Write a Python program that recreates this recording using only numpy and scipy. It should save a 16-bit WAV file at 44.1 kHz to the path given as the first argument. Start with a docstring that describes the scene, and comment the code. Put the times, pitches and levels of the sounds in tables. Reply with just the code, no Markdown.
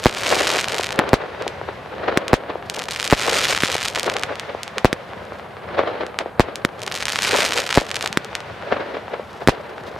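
"""Firework cake at night

In open country, tubes launch shells, shells burst overhead and stars crackle, over quiet night air.
Bangs are sudden fronts with lengthening, decaying swings; crackle is many tiny fronts over a fused sizzle.
The ground and near trees answer at once, distant slopes and buildings for two seconds,
by delayed copies and shaped noise. A small stereo microphone overloads on the strongest shocks
and ducks briefly after them."""
import sys
import numpy as np
from scipy import signal
from scipy.fft import rfft, irfft, next_fast_len
from scipy.io import wavfile
from scipy.ndimage import uniform_filter1d

SR = 44100
rng = np.random.default_rng(int(sys.argv[2]) if len(sys.argv) > 2 else 0)


def int16_out(signal):
    """Quantize to a 16-bit WAV file."""
    q = np.round(np.clip(np.atleast_2d(signal).T, -1, 1) * 32767)
    wavfile.write(sys.argv[1], SR, q.astype(np.int16))


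def gain_from_db(level_db):
    """Convert decibel levels to linear amplitude factors (20 dB per decade)."""
    decades = np.asarray(level_db, float) / 20
    return 10 ** decades


N = 440559

# Shell bursts, one just before the start. Each row: start in seconds, ground bounce delay in ms,
# far echo shift in ms, bounce level in dB, far echo level in dB.
BURSTS = [(-.62, 8, 0, 1.1, 2.2), (.0577, 8.1, -8, 3.5, -1), (1.132, 7.6, 6, 5.8, -.2),
          (2.3316, 8, 4, 4.8, -.6), (3.1255, 7, 8, 3.5, -3.3), (4.8463, 7.9, 0, 5, -.1),
          (6.3962, 8.3, 5, 3.5, -.1), (7.7741, 7.2, 6, 3, -1.5), (9.4853, 7.5, 4, 3.5, 1.8)]
# Launches from the tubes. Each row: start in seconds, muzzle crack level in dB, thump level in dB.
LAUNCHES = [(0.9907, 9.5, 1), (2.1738, 10.5, 2), (3.635, 8, -1.5), (4.9289, 3, 0), (6.6496, 11.5, 1.5),
            (8.173, 10.5, 0), (9.4745, 11, 6)]
# The loudest and the lone pops of the stars. 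Each row: start in seconds, level in dB before panning.
POPS = [(.2342, -4), (.2634, -3.4), (.2757, -3.9), (.304, -1.9), (.3457, -1.8), (.471, -1.2), (.5037, -1.2),
        (.6111, -3.8), (.6432, -1.5), (.7213, -4.2), (.745, -3.4), (.7836, -2.5), (.8348, -3.5),
        (.8434, -5.2), (.8686, -6.5), (.9066, -6.9), (.9264, -6.7), (1.0917, -8.8), (1.423, -12.7),
        (1.4793, -4.3), (2.2814, -3.6), (2.6988, -1.1), (2.7924, -5.7), (2.9096, -4.8), (2.9992, -.9),
        (3.0437, -4), (3.0524, -4.9), (3.0773, -.2), (3.1093, -2.6), (3.1166, -1.9), (3.2985, -3),
        (3.3315, -2.6), (3.386, -2.8), (3.4531, -1), (3.5099, -.3), (3.5764, .2), (3.6057, -2.3),
        (3.6225, -2.2), (3.7178, -2), (3.7449, -2), (3.8528, -1.1), (3.8837, -.1), (3.9497, -5.8),
        (3.959, -1.1), (3.9631, -3.9), (3.9964, 0), (4.0316, -2.1), (4.0989, -.6), (4.1397, -7.8),
        (4.1669, -1), (4.2351, 1.1), (4.356, -13.5), (4.3971, -5.5), (4.6329, -4.9), (4.6788, -11.8),
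        (4.7825, -.6), (6.0661, -15.9), (6.1888, 1.1), (6.5572, -4.2), (6.8337, -8.9), (6.8784, -4.8),
        (6.9226, -6.3), (6.9525, -5.3), (7.0253, -3.7), (7.0549, 1.1), (7.0826, -1.4), (7.1223, -1.9),
        (7.1586, .8), (7.1891, .7), (7.2224, -.7), (7.2498, -.8), (7.3632, .9), (7.4049, .9), (7.4505, -.2),
        (7.5222, .3), (7.5776, .1), (7.5846, .1), (7.6027, -2.6), (7.7271, 1.2), (7.7439, -2.7),
        (7.7513, -1.4), (7.758, -4), (7.9144, -.8), (7.9442, -5.1), (7.9574, -.8), (7.9669, -2.9),
        (8.0099, -4.5), (8.0258, -2.8), (8.0604, -.1), (8.0753, -3.5), (8.128, -4.7), (8.2466, -11.4),
        (8.3526, -.8), (8.4046, -15)]
# Three strong swells of crackle and three faint hissing returns of it from the landscape.
# Each row: first in seconds, full from in seconds, full until in seconds, last in seconds, full level in dB.
SWARMS = [(-.5, .25, .6, 1.04, -25.5), (2.7, 3.24, 3.55, 4.25, -24), (6.8, 7.22, 7.58, 8.15, -24.5),
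          (1.4, 1.85, 1.95, 2.15, -46), (4.8, 5.2, 5.35, 5.75, -42), (8.3, 9.3, 10., 10.4, -42)]
# Diffuse return of the landscape. Each row: delay in seconds, level in dB.
LANDSCAPE = [(.03, -29), (.1, -34), (.25, -37.5), (.75, -39), (.88, -32), (1., -27.5), (1.14, -30.5),
             (1.29, -39), (1.42, -35), (1.49, -45), (1.57, -38), (1.83, -50), (2.1, -48)]
# Slopes and woods that answer in a short roll. Each row: delay in seconds, top level in dB.
SLOPES = [(.473, -36), (.791, -35), (.902, -25), (.946, -16), (.988, -23.5), (1.03, -20.5), (1.167, -22),
          (1.19, -26), (1.362, -24), (1.64, -27.5), (1.951, -37), (2.098, -33.5)]
# Single walls that return a whole shock. Each row: delay in seconds, level in dB,
# low band edge in Hz, high band edge in Hz.
WALLS = [(.29, -17, 900, 4000), (0.321, -10, 80, 200), (.474, -14.5, 357, 2000), (.55, -16.5, 690, 4000),
         (.722, -18, 514, 3500), (0.843, -16, 920, 4000), (.946, -2.5, 338, 2500), (.988, -8.5, 298, 1800),
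         (1.165, -26, 400, 2000), (1.19, -14, 298, 2470), (1.3, -14.5, 500, 3000), (1.325, -24, 500, 2500),
         (1.415, -5.5, 360, 930), (1.64, -11.5, 300, 1430)]
# Spectra of the burst and launch echoes, the crackle's far echoes, the sizzle, the late rumble
# and the night air. Each row: frequency in Hz, relative density in dB per Hz.
ECHO_COLOUR = [(35, -46), (60, -18.5), (108, -19), (216, -13.5), (413, -1.5), (554, 1), (935, -8),
               (1610, -11), (4140, -25.5), (9000, -61), (11700, -77), (19800, -120)]
FAR_AIR_COLOUR = [(200, -15), (700, -2), (2000, -6), (5000, -15.5), (12000, -28)]
SIZZLE_COLOUR = [(1000, -8), (3000, 3.5), (5000, 0), (9000, -16), (13000, -12), (15000, -21)]
RUMBLE_COLOUR = [(20, -68), (40, -22), (70, 0.5), (120, 1), (260, -18), (600, -49)]
NIGHT_COLOUR = [(18, -35), (30, -17), (85, 3), (216, 11.5), (346, -20), (680, 8), (928, 7), (1600, -1),
                (6360, -56), (12800, -39), (15000, -52)]

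MS = .001  # seconds
AGES = np.arange(next_fast_len(int(2.2 * SR))) / SR  # seconds since a bang
NIGHT_DB, SHOCK_DB = -42, 11
ROLL_RISE_DB_PER_S, ROLL_FALL_DB_PER_S = 550, 400
# a swarm's ends against its full level, the shape of its slopes, the fall outside its ends
SWARM_ENDS_DB, SWARM_BEND, STRAGGLERS_DB_PER_S = -17, .7, 60
# nominal rate and top level of the big pops in a swarm at -24 dB; the swarm level where they begin
BIG_POPS_PER_S, BIG_TOP_DB, BIG_SPREAD_DB, BIG_FROM_DB = 230, -1.5, 14, -42
BUNCH_PER_S, BUNCH_DB = 25, 7  # pops come in bunches: how fast and how far their rate swings
OVERLOAD_MS, DUCK_ATTACK_S, DUCK_RELEASE_S = 1.6, .02, .1  # so much overload halves the gain


def band(x, lo_hz, hi_hz):
    """Band limitation: a gentle slope on either side of the passband."""
    return signal.sosfilt(signal.butter(2, [lo_hz, hi_hz], "band", fs=SR, output="sos"), x)


def noise(colour, size, width_db):
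    """Spectral shaping: stereo noise with a mid of rms 1; width is side against mid."""
    hz, db = np.transpose(colour)
    bins_hz = np.fft.rfftfreq(size, 1 / SR)
    gain = gain_from_db(np.interp(np.log(bins_hz + 1), np.log(hz), db, right=-120))
    mid, side = irfft(rfft(rng.standard_normal((2, size))) * gain, size)
    side = gain_from_db(width_db) * side
    return np.array([mid + side, mid - side]) / mid.std()


def walk(rate, size):
    """Random modulation: normal levels, rate new ones a second, joined by ramps."""
    hold = int(SR / rate)
    steps = np.repeat(rng.standard_normal(size // hold + 1), hold)
    return uniform_filter1d(steps, hold)[:size]


def add(out, s, sound):
    """Superposition: mix a sound in at time s, which may lie before the start."""
    i = int(round(s * SR))
    sound = np.broadcast_to(sound, (2, sound.shape[-1]))[:, max(-i, 0):max(N - i, 0)]
    out[:, max(i, 0):max(i, 0) + sound.shape[1]] += sound


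def shock(knee_ms, stretch, lead, decay_ms):
    """Blast wave: a sudden front, then swings that each last longer than the one before and die away."""
    ms = 1000 * AGES[:SR // 20]
    half_turns = np.log(1 + ms / knee_ms) / np.log(stretch) - lead
    return -np.cos(np.pi * half_turns) * np.exp(-ms / decay_ms)


def trees(db, t60, hi_hz):
    """Near scattering: leaves and fences close by return a short, wide, patchy tail."""
    ages = AGES[:SR // 4]
    tail = band(rng.standard_normal((2, len(ages))), 230, hi_hz)
    tail = tail + band(rng.standard_normal(len(ages)), 200, hi_hz)  # the part common to both sides
    decay = np.exp(-np.log(1000) * ages / t60)
    onset = np.minimum(ages / 0.00067, 1)
    return gain_from_db(db + 1.36 * walk(340, len(ages))) * decay * tail * onset


def landscape(shift_s, colour):
    """Diffuse reflection: scatterers return grainy noise under the delay profile, drawn anew each time."""
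    delay, db = np.transpose(LANDSCAPE)
    ages = AGES - shift_s
    profile = np.interp(ages, delay, db, left=-90, right=-90)
    for late, top_db in SLOPES:
        roll = np.minimum(ROLL_RISE_DB_PER_S * (ages - late), ROLL_FALL_DB_PER_S * (late - ages))
        profile = np.maximum(profile, top_db + roll)
    level = gain_from_db(profile + 1.95 * walk(150, len(AGES)))
    balance = gain_from_db([[.6], [-.6]])
    return noise(colour, len(AGES), width_db=-7.5) * level * balance


def night_air():
    """Ambient noise: a steady coloured spectrum whose level wavers slightly."""
    return gain_from_db(NIGHT_DB + 0.52 * walk(9.8, N)) * noise(NIGHT_COLOUR, N, width_db=-11)


def launches():
    """Muzzle blast: a crack, the slower push of the gas column, and weaker echoes."""
    out = np.zeros((2, N))
    crack, thump = shock(.22, 2.1, .2, .36), -shock(.9, 2.6, .2, 1.2)
    for s, crack_db, thump_db in LAUNCHES:
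        add(out, s, gain_from_db(crack_db) * crack)
        add(out, s + .7 * MS, gain_from_db(thump_db) * thump)
        add(out, s, trees(thump_db - 20.5, 0.033, 6000))
        add(out, s, gain_from_db(thump_db - 17) * landscape(0, ECHO_COLOUR))
    return out


def swarm(t):
    """Power summation: level in dB of swells that each thicken, hold, thin out and stop."""
    total = 1e-9
    for first, full, until, last, full_db in SWARMS:
        slope = np.maximum((full - t) / (full - first), (t - until) / (last - until))
        away = np.clip(slope, 0, 1)
        outside = np.maximum(np.maximum(first - t, t - last), 0)
        db = full_db + SWARM_ENDS_DB * away ** SWARM_BEND - STRAGGLERS_DB_PER_S * outside
        total = total + gain_from_db(db) ** 2
    return 10 * np.log10(total)


def sizzle():
    """Fusion: countless sparks too fine to tell apart become noise that follows the swarms."""
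    level = gain_from_db(swarm(np.arange(N) / SR) - 14 + 5.3 * walk(120, N))
    return level * noise(SIZZLE_COLOUR, N, width_db=-15)


def small_pops():
    """Random thinning: the louder the swarm, the more candidate pops light. Gives times and sizes."""
    chance = rng.random((5000, 3))
    when = chance[:, 0] * (N - SR // 20) / SR
    swarm_db = swarm(when)
    lit = np.clip(12 * (gain_from_db(1.38 * (swarm_db + 26)) - .03 - chance[:, 1]), 0, 1)
    return when, lit * gain_from_db(-8.5 - 15 * chance[:, 2] + 0.85 * (swarm_db + 27.5))


def big_pops():
    """Bunched thinning: bigger grains pop faster and louder as a strong swarm thickens. Times and sizes."""
    chance = rng.random((3000, 3))
    when = chance[:, 0] * (N - SR // 20) / SR
    swarm_db = swarm(when)
    growth_db = .45 * (swarm_db + 24)
    bunch_db = BUNCH_DB * walk(BUNCH_PER_S, N)[(when * SR).astype(int)]
    share = BIG_POPS_PER_S * N / SR / len(chance) * gain_from_db(growth_db + bunch_db)
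    share = share * np.clip((swarm_db - BIG_FROM_DB) / 3, 0, 1)
    lit = np.clip(30 * (share - chance[:, 1]), 0, 1)
    return when, lit * gain_from_db(BIG_TOP_DB + growth_db - BIG_SPREAD_DB * chance[:, 2])


def crackle():
    """Impulse trains: tiny shocks from stars across the sky, with ground bounce, echoes and sizzle."""
    small_s, small_sizes = small_pops()
    big_s, big_sizes = big_pops()
    listed_s, listed_db = np.transpose(POPS)
    when = np.r_[small_s, big_s, listed_s]
    sizes = np.r_[small_sizes, big_sizes, gain_from_db(listed_db)]
    place = rng.random((len(when), 3))
    pan = gain_from_db(1.33 * (place[:, 0] - .5) * np.array([[1], [-1]]))
    # stars far to one side reach one port a sample sooner
    lag = np.round(1.2 * (place[:, 0] - .5)).astype(int)
    grain = (3 * place[:, 1]).astype(int)
    bounce_delay = ((5 + 4 * place[:, 2]) * MS * SR).astype(int)
    direct, bounce = np.zeros((2, 3, N)), np.zeros((2, N))
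    at = (when * SR).astype(int) - 1
    for side in range(2):
        np.add.at(direct[side], (grain, at + side * lag), sizes * pan[side])
        np.add.at(bounce[side], at + bounce_delay, sizes * pan[side])
    # larger grains of powder give longer shocks
    fronts = [shock(0.078 * k, 2.263, 0.33, 0.27 * k) for k in (.75, 1.05, 1.35)]
    pops = sum(signal.oaconvolve(direct[:, k], fronts[k][None])[:, :N] for k in range(len(fronts)))
    bounced = signal.oaconvolve(bounce, fronts[2][None])[:, :N]
    pops = pops + gain_from_db(-15.5) * band(bounced, 160, 2400)
    near = signal.oaconvolve(pops, trees(-39.5, .1, 13500), axes=1)[:, :N]
    # air takes the treble from the long way round
    far = signal.oaconvolve(pops, landscape(0, FAR_AIR_COLOUR), axes=1)[:, :N]
    return pops + near + sizzle() + gain_from_db(-42.5) * far


def bursts():
    """Shock and reflection: a front, its ground bounce, near tail, far echoes and a late low rumble."""
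    out = np.zeros((2, N))
    front, heave = shock(0.4, 2.204, 0.18, 1.62), shock(3.2, 3.13, 0.017, 8.)
    walls = [(delay, gain_from_db(db) * band(front, lo_hz, hi_hz)) for delay, db, lo_hz, hi_hz in WALLS]
    swell = AGES / 0.69 * np.exp(1 - AGES / 0.68)
    balance_db = np.array([[1.5], [-1.5]])
    for s, bounce_ms, shift_ms, bounce_db, far_db in BURSTS:
        bounce_s = s + bounce_ms * MS
        add(out, s, gain_from_db(SHOCK_DB) * front + gain_from_db(SHOCK_DB - 17) * heave)
        add(out, bounce_s, gain_from_db(bounce_db) * uniform_filter1d(front, size=5))  # soft soil dulls the edge
        add(out, s, trees(-15, .03, 3000))
        add(out, bounce_s, trees(-10.5, 0.084, 3330))
        add(out, s, gain_from_db(far_db) * landscape(shift_ms * MS, ECHO_COLOUR))
        # each wall sees the burst from its own angle
        for (delay, echo), (late, gain) in zip(walls, rng.standard_normal((len(WALLS), 2))):
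            echo_s = s + delay + (shift_ms + 1.106 * late) * MS
            add(out, echo_s, gain_from_db(far_db + 2 * gain + balance_db) * echo)
        rumble = swell * noise(RUMBLE_COLOUR, len(AGES), width_db=-17.5)
        add(out, s, gain_from_db(-46.5 + 3.1 * walk(24.7, len(AGES))) * rumble)
    return out


def scene():
    """Superposition: all sources over the quiet night air."""
    return night_air() + launches() + crackle() + bursts()


def duck(x):
    """Gain control: overload charges a store that turns the gain down and drains away."""
    store = np.maximum(np.abs(x).max(axis=0) - 1, 0) / (MS * SR)
    store = signal.lfilter([1], [1, -np.exp(-1 / (DUCK_RELEASE_S * SR))], store)
    keep = np.exp(-1 / (DUCK_ATTACK_S * SR))
    return x / (1 + signal.lfilter([1 - keep], [1, -keep], store) / OVERLOAD_MS)


def roll_off(x):
    """The treble ends steeply here."""
    return signal.sosfilt(signal.butter(12, 16380, fs=SR, output="sos"), x)


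def record(dry):
    """Transduction: the capsule rounds fronts and dips in the treble; the amplifier ducks, hisses, bends, clips."""
    capsule = band(dry, 36, 12100) - 0.18 * band(dry, 8660, 9800)
    # most of the hiss is common to both sides
    hiss = rng.standard_normal(dry.shape) + 3.8 * rng.standard_normal(N)
    hiss = gain_from_db(-73.5) * band(hiss, 4300, 12500)
    lowpass = signal.ellip(8, .2, 60, 15500, fs=SR, output="sos")
    limited = signal.sosfilt(lowpass, duck(capsule) + hiss)
    bent = 1.7 * np.tanh(limited / 1.6)
    mix = np.clip(bent, -.995, .995)
    return roll_off(mix)


dry = scene()
out = record(dry)
int16_out(out)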